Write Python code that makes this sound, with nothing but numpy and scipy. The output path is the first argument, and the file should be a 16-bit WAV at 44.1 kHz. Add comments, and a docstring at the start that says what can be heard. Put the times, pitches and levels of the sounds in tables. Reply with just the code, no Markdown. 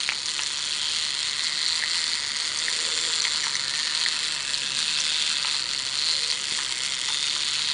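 """A bed in a quiet room, on which a wind-up plastic fishing toy runs.
Its spring motor is braked by a pallet that rattles against a toothed wheel about 150 times a second:
each beat is an impulse that rings the hollow case and the pond, modelled as banks of resonances.
Gears scrape between the beats as noise through resonances; further resonances swell and glide for a while.
Plastic fish and rods click on the turning pond as struck modes; below lie a rumble and a faint mains hum."""
import sys
import numpy as np
from scipy import signal
from scipy.fft import rfft, irfft, next_fast_len
from scipy.io import wavfile
from scipy.ndimage import uniform_filter1d

SR = 44100
rng = np.random.default_rng(int(sys.argv[2]) if len(sys.argv) > 2 else 0)


def unload_wav(signal):
    """Save mono or channel-first audio to the path in sys.argv[1] as 16-bit WAV at rate SR, clipped to [-1, 1]."""
    wavfile.write(
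        sys.argv[1],
        SR,
        np.round(np.clip(np.atleast_2d(signal).T, -1, 1) * 32767).astype(np.int16),
    )


N = 340893
TIME = np.arange(N) / SR

# teeth that catch the pallet hard: (time [s], peak level [dB])
SNAG_EVENTS = [(0.722, -12), (1.6627, -9), (1.6998, -12), (1.724, -9.5), (2.1338, -9.5), (3.2042, -9.5),
               (4.0294, -11.5), (4.0517, -10), (4.542, -9.5), (5.6241, -12), (5.7772, -13), (6.314, -10),
               (7.2972, -12)]

# rms waver of the hum and of the drone, and its rate
HUM_WAVER_DB, HUM_WAVER_HZ = 2.5, 2.7
# rms wander of the motor's pace, and its rate
WANDER_BEATS_PER_S, WANDER_HZ = 2.5, 14
# alternate beats differ in force and timing (each way from the mean), every third one is accented
TICK_TOCK_DB, THIRD_TOOTH_DB, LIMP_S = 1.2, .9, .00006
# change of level for each beat per second above or below the mean pace
PALLET_SWING_DB, TEETH_SWING_DB, POND_SWING_DB, CASE_SWING_DB = .13, .12, .11, .07
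TEETH_SWING_TOP = 16  # beats per s; in a faster surge the gears get no louder
# rms flutter of the level, and its rate
PALLET_FLUTTER_DB, TEETH_FLUTTER_DB, FLUTTER_HZ = 1.3, 1.5, 45
PALLET_WIDTH_HZ, PALLET_SCATTER_HZ, PALLET_CHATTER_DB = 640, 45, -6
GEAR_WIDTH_HZ, GEAR_DB, OTHER_TEETH_DB = 770, -4, -0.5
ECHO_CUT_HZ = 5200  # soft surfaces return little treble
ROOM_T60_S, ROOM_DB = .25, -13  # decay time of the tail; its level ahead of the treble loss
CUTOFF_HZ = 10080


def from_db(db):
    """Amplitude ratio of a level: 20 dB is a factor of ten."""
    return 10 ** (np.asarray(db) / 20)


def rms_one(x):
    """Normalise the mean power: scale to unit rms."""
    return x / np.sqrt(np.mean(x ** 2) + 1e-20)


def in_time(rows):
    """Linear interpolation of each column of a (time, values...) table at every sample."""
    s, *columns = np.transpose(rows)
    return [np.interp(TIME, s, column) for column in columns]


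def clicks(times, sizes):
    """Ideal impulses: one sample of force at each given time."""
    return np.bincount(np.clip(times * SR, 0, N).astype(int), sizes, N + 1)[:N]


def response(modes, size=4096):
    """Minimum-phase impulse response of a set of resonances: it rings at once; unit energy."""
    bins = np.fft.rfftfreq(size, 1 / SR)
    power = sum(from_db(db) ** 2 / (1 + (2 * (bins - hz) / width) ** 4) for hz, width, db in modes)
    # folding the cepstrum onto positive time gives minimum phase
    cepstrum = irfft(np.log(power + 1e-9) / 2)
    cepstrum[1:size // 2] *= 2
    cepstrum[size // 2 + 1:] = 0
    ring = irfft(np.exp(rfft(cepstrum)))
    return ring / np.linalg.norm(ring)


def resonate(x, modes):
    """Linear response of a set of resonances: the force convolved with their impulse response."""
    return signal.oaconvolve(x, response(modes))[:len(x)]


def swept(x, hz, width):
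    """Heterodyne resonance whose centre may move; about equal energy at any width."""
    carrier = np.exp(2j * np.pi * np.cumsum(hz * np.ones(N)) / SR)
    lowpass = signal.butter(2, width / 2, fs=SR, output="sos")
    body = signal.sosfilt(lowpass, x / carrier + 1e-18)
    return (body * carrier).real / np.sqrt(width)


def shaped_noise(spectrum):
    """Spectral shaping of white noise, with levels interpolated over log frequency; rms 1."""
    hz, db = np.transpose(spectrum)
    size = next_fast_len(N, True)
    bins = np.maximum(np.fft.rfftfreq(size, 1 / SR), 1e-3)
    gain = from_db(np.interp(np.log(bins), np.log(hz), db))
    white = rng.standard_normal(size)
    return rms_one(irfft(rfft(white) * gain, size)[:N])


def drift(hz):
    """Band-limited random modulation with little much faster than hz; rms 1."""
    return shaped_noise([(hz / 10, -20), (hz / 2, 0), (hz, 0), (hz * 2, -20), (hz * 10, -120)])


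def chatter(hits, rise_s, fall_s):
    """Multiple contact: each hit sets off a burst of tiny contacts that builds and dies; rms 1."""
    burst = hits + 1e-18
    for seconds in (rise_s, fall_s):
        burst = signal.lfilter([1], [1, -np.exp(-1 / (seconds * SR))], burst)
    return rms_one(burst * rng.choice([-1, 1], N))


def even(x):
    """Steady power supply: the spring's even pull keeps the power near 1 over many beats."""
    return x / np.sqrt(np.abs(uniform_filter1d(x ** 2, size=4000)) + 1e-9)


def blow(modes, grit_s, grit_db, size=4000):
    """Impact excitation: a sharp contact and a little dying grit ring the modes; peak 1."""
    grit = rng.standard_normal(size) * np.exp(-np.arange(size) / SR / grit_s)
    force = from_db(grit_db) * grit / np.linalg.norm(grit)
    force[0] += 1
    sound = resonate(force, modes)
    return sound / np.abs(sound).max()


def add(out, s, sound):
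    """Superposition: mix a short sound in at time s."""
    start = max(round(s * SR), 0)
    out[start:start + len(sound)] += sound[:max(N - start, 0)]


def mains_hum():
    """Sum of steady sine tones whose levels shift slowly and waver at random."""
    # mains and room hum: (frequency [Hz], mean level at first [dB rms], mean level at the end [dB rms])
    hum_tones = [(30, -68.5, -65.5), (60, -68, -67), (90, -65.5, -69), (120, -70.5, -61.5),
                 (181.7, -66.5, -64.5), (336.7, -64, -62)]
    hum = 0
    for hz, first_db, last_db in hum_tones:
        db = np.linspace(first_db, last_db, N) + HUM_WAVER_DB * drift(HUM_WAVER_HZ)
        tone = np.sin(2 * np.pi * (hz * TIME + rng.random()))
        hum = hum + from_db(db) * np.sqrt(2) * tone
    return hum


def low_rumble():
    """Broadband noise weighted to low frequencies: the running toy and the room."""
    # spectrum of the rumble: (frequency [Hz], relative density [dB per Hz])
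    rumble_spectrum = [(15, -22), (28, -7), (42, -18.5), (90, -6), (140, -10), (220, -2.5), (290, -4.5),
                       (400, -5), (500, -2), (750, -7), (900, -6), (1500, -52)]
    # level of the rumble: (time [s], level [dB rms])
    rumble_level = [(0.0, -54), (2.6, -51.5), (4.8, -51.5), (7.73, -52.5)]
    return from_db(in_time(rumble_level)[0]) * shaped_noise(rumble_spectrum)


def bumps():
    """Damped impact: each dull bump on the bed rings one wide, low resonance."""
    # (time [s], peak level [dB], frequency [Hz])
    bump_events = [(0.089, -49, 250), (6.521, -33, 250)]
    out = np.zeros(N)
    for s, db, hz in bump_events:
        add(out, s, from_db(db) * blow([(hz, 240, 0)], grit_s=.012, grit_db=-5))
    return out


def hook_drags():
    """Stick-slip friction: a hook slides over the fish in a dense run of tiny slips."""
    # (middle time [s], length [s], level [dB])
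    drag_events = [(3.449, .045, -32), (0.415, .05, -35)]
    # resonances of a dragging hook: (frequency [Hz], width [Hz], level [dB])
    hook_modes = [(1920, 380, 0), (3000, 1200, -13), (5850, 500, -6)]
    slips = rng.standard_normal(N) * (rng.random(N) < 1500 / SR)  # 1500 slips per s on average
    pressure = 0
    for s, length, db in drag_events:
        pressure = pressure + from_db(db) * np.exp(-(2 * (TIME - s) / length) ** 4)
    return pressure * rms_one(resonate(slips, hook_modes))


def hook_ticks():
    """Impact of a light body: each hook tick rings a narrow high mode over a faint wide one."""
    # (time [s], peak level [dB], ring frequency [Hz])
    tick_events = [(0.4339, -14, 5710), (2.5888, -13, 6000), (3.2195, -15, 6043), (3.252, -18, 6300),
                   (3.436, -20, 5840), (3.554, -14.5, 6070), (5.003, -12, 5940), (6.3145, -17.5, 5805),
                   (7.0861, -15, 5702)]
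    out = np.zeros(N)
    for s, db, hz in tick_events:
        add(out, s, from_db(db) * blow([(hz, 520, 0), (7000, 2500, -15)], grit_s=.002, grit_db=-8))
    return out


def knocks():
    """Modal excitation by impact: fish and rods ring the struck piece, thud in the case and may crack."""
    # (time [s], ring peak [dB], ring frequency [Hz], ring width [Hz], case thud peak [dB], crack peak [dB])
    knock_events = [(0.09, -5, 2360, 1210, -32, -9), (0.0972, -12, 2670, 900, -43, -45),
                    (0.1194, -21, 2230, 700, -22, -18), (0.122, -16.5, 2230, 500, -32, -43),
                    (0.392, -14, 2820, 480, -22, -16), (1.8247, -16, 1850, 360, -34, -45),
                    (1.8369, -15, 1950, 359.7, -31, -28), (2.683, -13, 1920, 330, -43, -45),
                    (3.2513, -15.5, 2130, 420, -31, -8), (3.2686, -18, 2075, 360, -25, -26),
                    (3.4353, -21, 1900, 330.8, -43, -45), (3.448, -21, 1901, 330, -29, -40),
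                    (3.4675, -20, 2860, 700, -20, -45), (3.5542, -18.5, 2100, 360, -33, -16),
                    (4.0619, -13, 1900, 330, -38, -45), (5.447, -18, 2548, 800, -23, -26),
                    (5.478, -21, 2637, 700, -28, -45), (5.5421, -24, 1880, 550, -29, -30),
                    (6.324, -17, 2900, 1201, -27, -27), (6.588, -18.5, 1791, 330, -22.5, -30),
                    (6.5982, -34, 2584, 700, -27, -43), (7.0854, -23, 2104, 500.3, -26, -15),
                    (7.101, -28, 2102, 399.6, -26, -45), (7.3625, -34, 1700, 500, -24.5, -45)]
    # what a knock rings in the case: (frequency [Hz], width [Hz], level [dB])
    thud_modes = [(470, 370, -29.5), (879, 54, 1.5), (1026, 160, 0.5), (1390, 470, 0.5)]
    crack_modes = [(2800, 1100, -8), (3900, 1800, -6)]
    out = np.zeros(N)
    for s, db, hz, width, thud_db, crack_db in knock_events:
        ring_modes = [(hz, width, 0), (2600, 1600, -22)]
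        add(out, s, from_db(db) * blow(ring_modes, grit_s=.002, grit_db=-17))
        add(out, s, from_db(thud_db) * blow(thud_modes, grit_s=.007, grit_db=-3))
        add(out, s, from_db(crack_db) * blow(crack_modes, grit_s=.001, grit_db=-3))
    return out


def snags():
    """Impact excitation: a tooth that catches the pallet hard snaps its resonances."""
    snap_modes = [(4330, 520, 0), (3400, 700, -17), (7340, 1200, -20)]
    out = np.zeros(N)
    for s, db in SNAG_EVENTS:
        add(out, s, from_db(db) * blow(snap_modes, grit_s=.0012, grit_db=-13))
    return out


def drone(pace):
    """Harmonic and subharmonic forcing: beats shake the whole case in low tones that follow the pace."""
    # low tones of the shaking case: (multiple of the beat rate [ratio], mean relative level [dB])
    drone_tones = [(1, 0), (1.5, -3.5), (2, -8)]
    # level of a tone at 0 dB: (time [s], level [dB rms])
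    drone_level = [(0.0, -68), (3.3, -66), (3.65, -58), (4.1, -65), (4.9, -61.5), (5.6, -63), (7.0, -69.5),
                   (7.5, -62)]
    phase = 2 * np.pi * np.cumsum(pace) / SR
    tones = 0
    for multiple, db in drone_tones:
        waver_db = HUM_WAVER_DB * drift(HUM_WAVER_HZ)
        tones = tones + from_db(db + waver_db) * np.sin(multiple * phase)
    return from_db(in_time(drone_level)[0]) * np.sqrt(2) * tones


def passing_resonances(times, sizes):
    """Forced resonance: modes of case, pond, pallet and nearby hollows, tapped by the beats, swell and glide."""
    # (middle time [s], length [s], level [dB], frequency at the middle [Hz], glide [Hz per s], width [Hz])
    resonance_events = [(1.8, 1.8, -39, 2010, 3, 270), (2.94, 0.54, -48.5, 499.6, -150, 119),
                        (2.9, 0.59, -55, 340, 0, 141), (3.076, 0.93, -37.5, 7270, -2, 598),
                        (0.92, 0.73, -37, 3230, -2, 270), (1.16, .5, -40, 4200, 0, 200),
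                        (2.7, 0.56, -46, 8750, 0, 470), (2.98, 0.75, -38, 3470, -1, 220),
                        (4.79, 1.95, -44, 1667, -300, 270), (4.88, 1.9, -42.5, 2680, -1, 120),
                        (4.9, 1.5, -48, 2545, 0, 84), (5.15, 0.56, -33, 3565, -100, 378),
                        (4.77, .6, -56.5, 190, -1, 110), (5.02, 0.13, -37, 5100, 0, 590),
                        (6.241, 0.34, -51.5, 479.5, -100, 149), (6.1, 0.28, -30.5, 4160, -3, 340),
                        (7.2, 0.46, -32.5, 3600, 300, 210), (7.7, 0.35, -37, 3880, 0, 199),
                        (3.846, 0.56, -41.5, 1800, -100, 110), (6.82, 1.4, -42.5, 2068, 1, 250),
                        (7.05, .7, -41.5, 3280, 0, 320), (4.45, .25, -56, 635, 0, 36)]
    out = 0
    for s, length, db, hz, glide, width in resonance_events:
        swell = np.exp(-(2 * (TIME - s) / length) ** 2)
        late = .0003 + .3 / hz * rng.standard_normal(N // 100)[:len(times)]
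        taps = clicks(times + late, np.sqrt(sizes))
        ring = rms_one(swept(taps, hz + glide * (TIME - s), width))
        out = out + from_db(db) * swell * ring
    return out


def pallet_beats(pace, jitter_s, uneven_db):
    """Escapement: one uneven beat per passing tooth, limping, every third accented; (times, sizes)."""
    turned = np.cumsum(pace) / SR  # teeth passed so far
    times = np.interp(np.arange(.5, turned[-1]), turned, TIME)
    late, strong = rng.standard_normal((N // 100, 2))[:len(times)].T
    tooth = np.arange(len(times))
    sides = (-1) ** tooth
    accent_db = TICK_TOCK_DB * sides + THIRD_TOOTH_DB * np.cos(2 * np.pi * tooth / 3)
    chance_db = uneven_db * np.clip(strong, -2.5, 1.2)
    # a snagged tooth takes the place of the ordinary beat
    gaps = np.abs(times[:, None] - np.array(SNAG_EVENTS)[:, 0])
    free = gaps.min(axis=1) > .0035
    return times + LIMP_S * sides + jitter_s * late, free * from_db(accent_db + chance_db)


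def rattle(beats, modes, fall_s, chatter_db, scrape_db, vary_db):
    """Impact and friction: each beat rings the modes and chatters, sliding teeth scrape steadily."""
    times, sizes = beats
    chance = rng.standard_normal((N // 100, 2 * len(modes) + 1))[:len(times)]
    sizes = sizes * from_db(vary_db * np.tanh(chance[:, -1]))
    # every tooth lands a little differently and shares its energy among the modes in its own way
    shares = (1 + .5 * chance[:, :len(modes)]) * from_db(np.array(modes)[:, 2])
    shares /= np.linalg.norm(shares, axis=1, keepdims=True)
    rings = 0
    for k, (hz, width, db) in enumerate(modes):
        slip = chance[:, len(modes) + k] / hz / 2  # about half a period either way
        rings = rings + swept(clicks(times + slip, sizes * shares[:, k]), hz, width)
    grit = chatter(clicks(times - .0005, sizes), rise_s=.0008, fall_s=fall_s)
    friction = from_db(chatter_db) * grit + from_db(scrape_db) * rng.standard_normal(N)
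    return even(rms_one(rings) + resonate(friction, modes))


def shaken_case(times, sizes):
    """Structure-borne sound: the shake rings the hollow case a moment after the beat; unit power."""
    # (frequency [Hz], width [Hz], level [dB])
    case_modes = [(995, 147, -7), (1219, 155, -6.5), (1446, 188, -4.5), (1674, 177, -5), (1946, 227, -1),
                  (2155, 330, -2)]
    return rattle((times + .0006, sizes), case_modes, fall_s=.0012, chatter_db=-3, scrape_db=-2, vary_db=.5)


def shaken_pond(times, sizes):
    """Modal response to repeated impacts: the beats ring the turning pond; unit power."""
    # (frequency [Hz], width [Hz], level [dB])
    pond_modes = [(2410, 183, -12.5), (2559, 117, -8.5), (2718, 128, -7.5), (2949, 190, -6),
                  (3175, 158, -3), (3430, 260, -1), (3720, 190, -2.5)]
    return rattle((times - .0002, sizes), pond_modes, fall_s=.0016, chatter_db=0, scrape_db=-9, vary_db=1.2)


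def gear_teeth(times, sizes):
    """Gear mesh excitation: bright chatter of the train, with one gear's moving resonance."""
    # (frequency [Hz], width [Hz], level [dB])
    teeth_modes = [(5540, 1380, -2.5), (7270, 1800, -8.5), (8560, 980, -4.5), (9617, 450, -6.5)]
    # the brightest gear's ring shifts as the pond turns: (time [s], frequency [Hz])
    gear_hz = [(0.0, 6700), (0.3, 7030), (2.04, 7160), (2.39, 6732), (2.69, 7190), (3.96, 6990),
               (4.43, 7460), (4.67, 7100), (6.52, 7080), (6.67, 7400), (7.21, 6814), (7.73, 7097)]
    train = rattle((times - .0002, sizes), teeth_modes, fall_s=.0015, chatter_db=12, scrape_db=-1, vary_db=1.8)
    grit = chatter(clicks(times - .0007, sizes), rise_s=.0008, fall_s=.0018)
    gear = even(swept(grit, in_time(gear_hz)[0], GEAR_WIDTH_HZ))
    return from_db(OTHER_TEETH_DB) * train + from_db(GEAR_DB) * gear


def pallet_ticks(times, sizes):
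    """Impulse response of one resonance: a short, rounded ping per beat amid chatter; unit power."""
    # resonances of the chatter: (frequency [Hz], width [Hz], level [dB])
    pallet_modes = [(4050, 430, -7.5), (4410, 600, -1.5), (4850, 320, -5)]
    # the ping's mean pitch shifts as the pond turns: (time [s], frequency [Hz])
    pallet_hz = [(0.0, 4280), (1.7, 4230), (2.2, 4430), (3.3, 4300), (4.0, 4280), (5.0, 4280), (6.1, 4300),
                 (6.5, 4390), (7.7, 4300)]
    ring_hz = in_time(pallet_hz)[0] + PALLET_SCATTER_HZ * drift(100)
    ping = rms_one(swept(clicks(times - .0001, sizes), ring_hz, PALLET_WIDTH_HZ))
    grit = chatter(clicks(times - .0005, np.sqrt(sizes)), rise_s=.0008, fall_s=.002)
    return even(ping + from_db(PALLET_CHATTER_DB) * resonate(grit, pallet_modes))


def motor():
    """Common excitation by one train of beats; pallet, case, pond and, to a limit, teeth swell with the pace."""
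    # the motor surges and sags with its load: (time [s], mean pace [pallet beats per s])
    motor_speed = [(0.05, 138), (0.22, 145), (0.28, 155), (0.34, 144), (0.88, 149.5), (0.98, 160),
                   (1.13, 138), (1.26, 156), (1.32, 137), (1.45, 165), (1.51, 144), (1.73, 164),
                   (1.84, 147), (1.94, 175), (2.02, 159), (2.15, 161), (2.18, 145), (2.36, 143),
                   (2.42, 161), (2.54, 141), (2.62, 157), (2.75, 160), (3.13, 162), (3.29, 145),
                   (3.35, 158), (3.43, 145), (3.66, 137), (3.77, 151), (3.93, 151), (4.06, 169),
                   (4.11, 152), (4.33, 151), (4.39, 136), (4.54, 145), (4.73, 134), (4.81, 161),
                   (4.89, 149), (5.06, 153), (5.12, 151), (5.23, 150), (5.29, 161), (5.37, 135),
                   (5.54, 148), (5.66, 120), (5.73, 141), (5.9, 131), (6.07, 160), (6.18, 147), (6.33, 146),
                   (6.4, 140), (6.51, 148), (6.56, 155), (6.6, 139), (6.79, 122), (6.85, 143), (7.0, 124),
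                   (7.09, 143), (7.37, 147), (7.6, 151), (7.68, 147)]
    # force of the beats, ahead of swing and flutter: (time [s], level [dB])
    beat_force = [(0.0, -29.5), (0.21, -33), (0.67, -32.5), (0.73, -32.5), (0.79, -33), (0.85, -30.5),
                  (1.25, -30.5), (1.35, -31), (1.6, -28.5), (1.69, -28), (1.78, -30), (2.05, -30),
                  (2.3, -30.5), (3.11, -31), (3.22, -28.5), (3.75, -29.5), (4.01, -29.5), (4.45, -32.5),
                  (4.95, -29.5), (5.06, -31), (5.53, -28.5), (5.92, -31.5), (6.08, -28), (6.2, -32),
                  (6.3, -27.5), (6.335, -35), (6.55, -32.5), (7.0, -32.5), (7.3, -31.5), (7.61, -30),
                  (7.73, -28.5)]
    # parts as the pond turns and the fish lift, ahead of swing, mesh and flutter:
    # (time [s], case level [dB], pond level [dB], gear teeth level [dB])
    part_levels = [(0.0, -38.5, -31, -35), (0.21, -43.5, -39.5, -40), (0.29, -40.5, -35.5, -36),
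                   (1.0, -40, -33, -36), (1.78, -39, -35, -36), (3.19, -37, -33.5, -35),
                   (3.51, -36.5, -35, -35), (4.07, -37.5, -33.5, -36.5), (4.45, -38.5, -34.5, -35.5),
                   (4.57, -40.5, -32, -35), (5.48, -37.5, -32, -35.5), (5.59, -39, -34.5, -36),
                   (6.5, -40.5, -34, -36), (6.65, -38.5, -32.5, -34), (7.18, -40.5, -33.5, -35),
                   (7.73, -37.5, -31, -36.5)]
    # gears mesh harder once per turn of each wheel: (turn rate [Hz], time of one crest [s], swell [dB])
    wheel_swells = [(2.89, 0.31, .25), (3.945, 0.218, .5)]
    pace = in_time(motor_speed)[0] + WANDER_BEATS_PER_S * drift(WANDER_HZ)
    swing = pace - uniform_filter1d(pace, size=48000)  # departure from the mean over about a second
    pallet_db, = in_time(beat_force)
    case_db, pond_db, teeth_db = in_time(part_levels)
    mesh_db = sum(db * np.cos(2 * np.pi * hz * (TIME - crest)) for hz, crest, db in wheel_swells)
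    times, sizes = pallet_beats(pace, jitter_s=.00019, uneven_db=1.9)
    pallet_db = pallet_db + PALLET_SWING_DB * swing + PALLET_FLUTTER_DB * drift(FLUTTER_HZ)
    teeth_db = teeth_db + TEETH_SWING_DB * np.minimum(swing, TEETH_SWING_TOP)
    teeth_db = teeth_db + mesh_db + TEETH_FLUTTER_DB * drift(FLUTTER_HZ)
    out = from_db(pallet_db) * pallet_ticks(times, sizes)
    out += from_db(teeth_db) * gear_teeth(times, np.sqrt(sizes))
    out += from_db(pond_db + POND_SWING_DB * swing) * shaken_pond(times, sizes)
    out += from_db(case_db + CASE_SWING_DB * swing) * shaken_case(times, sizes)
    return out + passing_resonances(times, sizes) + drone(pace)


def room(x):
    """Room acoustics: a few early reflections and the short exponential tail of a furnished room."""
    # nearby surfaces: (delay [s], level ahead of the treble loss [dB])
    echo_paths = [(.0083, -21), (.00865, -16.5), (0.011, -19), (0.0148, -18)]
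    early = sum(from_db(db) * np.interp(TIME - delay, TIME, x, left=0) for delay, db in echo_paths)
    early = signal.sosfiltfilt(signal.butter(2, ECHO_CUT_HZ, fs=SR, output="sos"), early)
    t = TIME[:SR // 2]
    tail = rng.standard_normal(len(t)) * from_db(-60 * t / ROOM_T60_S) * (t > .006)
    tail = tail / np.linalg.norm(tail)
    tail = signal.sosfilt(signal.butter(1, 5000, fs=SR, output="sos"), tail)
    return x + early + from_db(ROOM_DB) * signal.fftconvolve(x, tail)[:N]


def scene():
    """Superposition: the toy heard through its room, over the hum and rumble."""
    background = low_rumble() + mains_hum()
    toy = bumps() + hook_drags() + hook_ticks() + knocks() + snags() + motor()
    return (room(toy) + background)[None]


def record(dry):
    """Band limiting: a steep elliptic low-pass cuts the top."""
    lowpass = signal.ellip(12, .2, 90, CUTOFF_HZ, fs=SR, output="sos")
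    return signal.sosfilt(lowpass, dry)


dry = scene()
out = record(dry)
unload_wav(out)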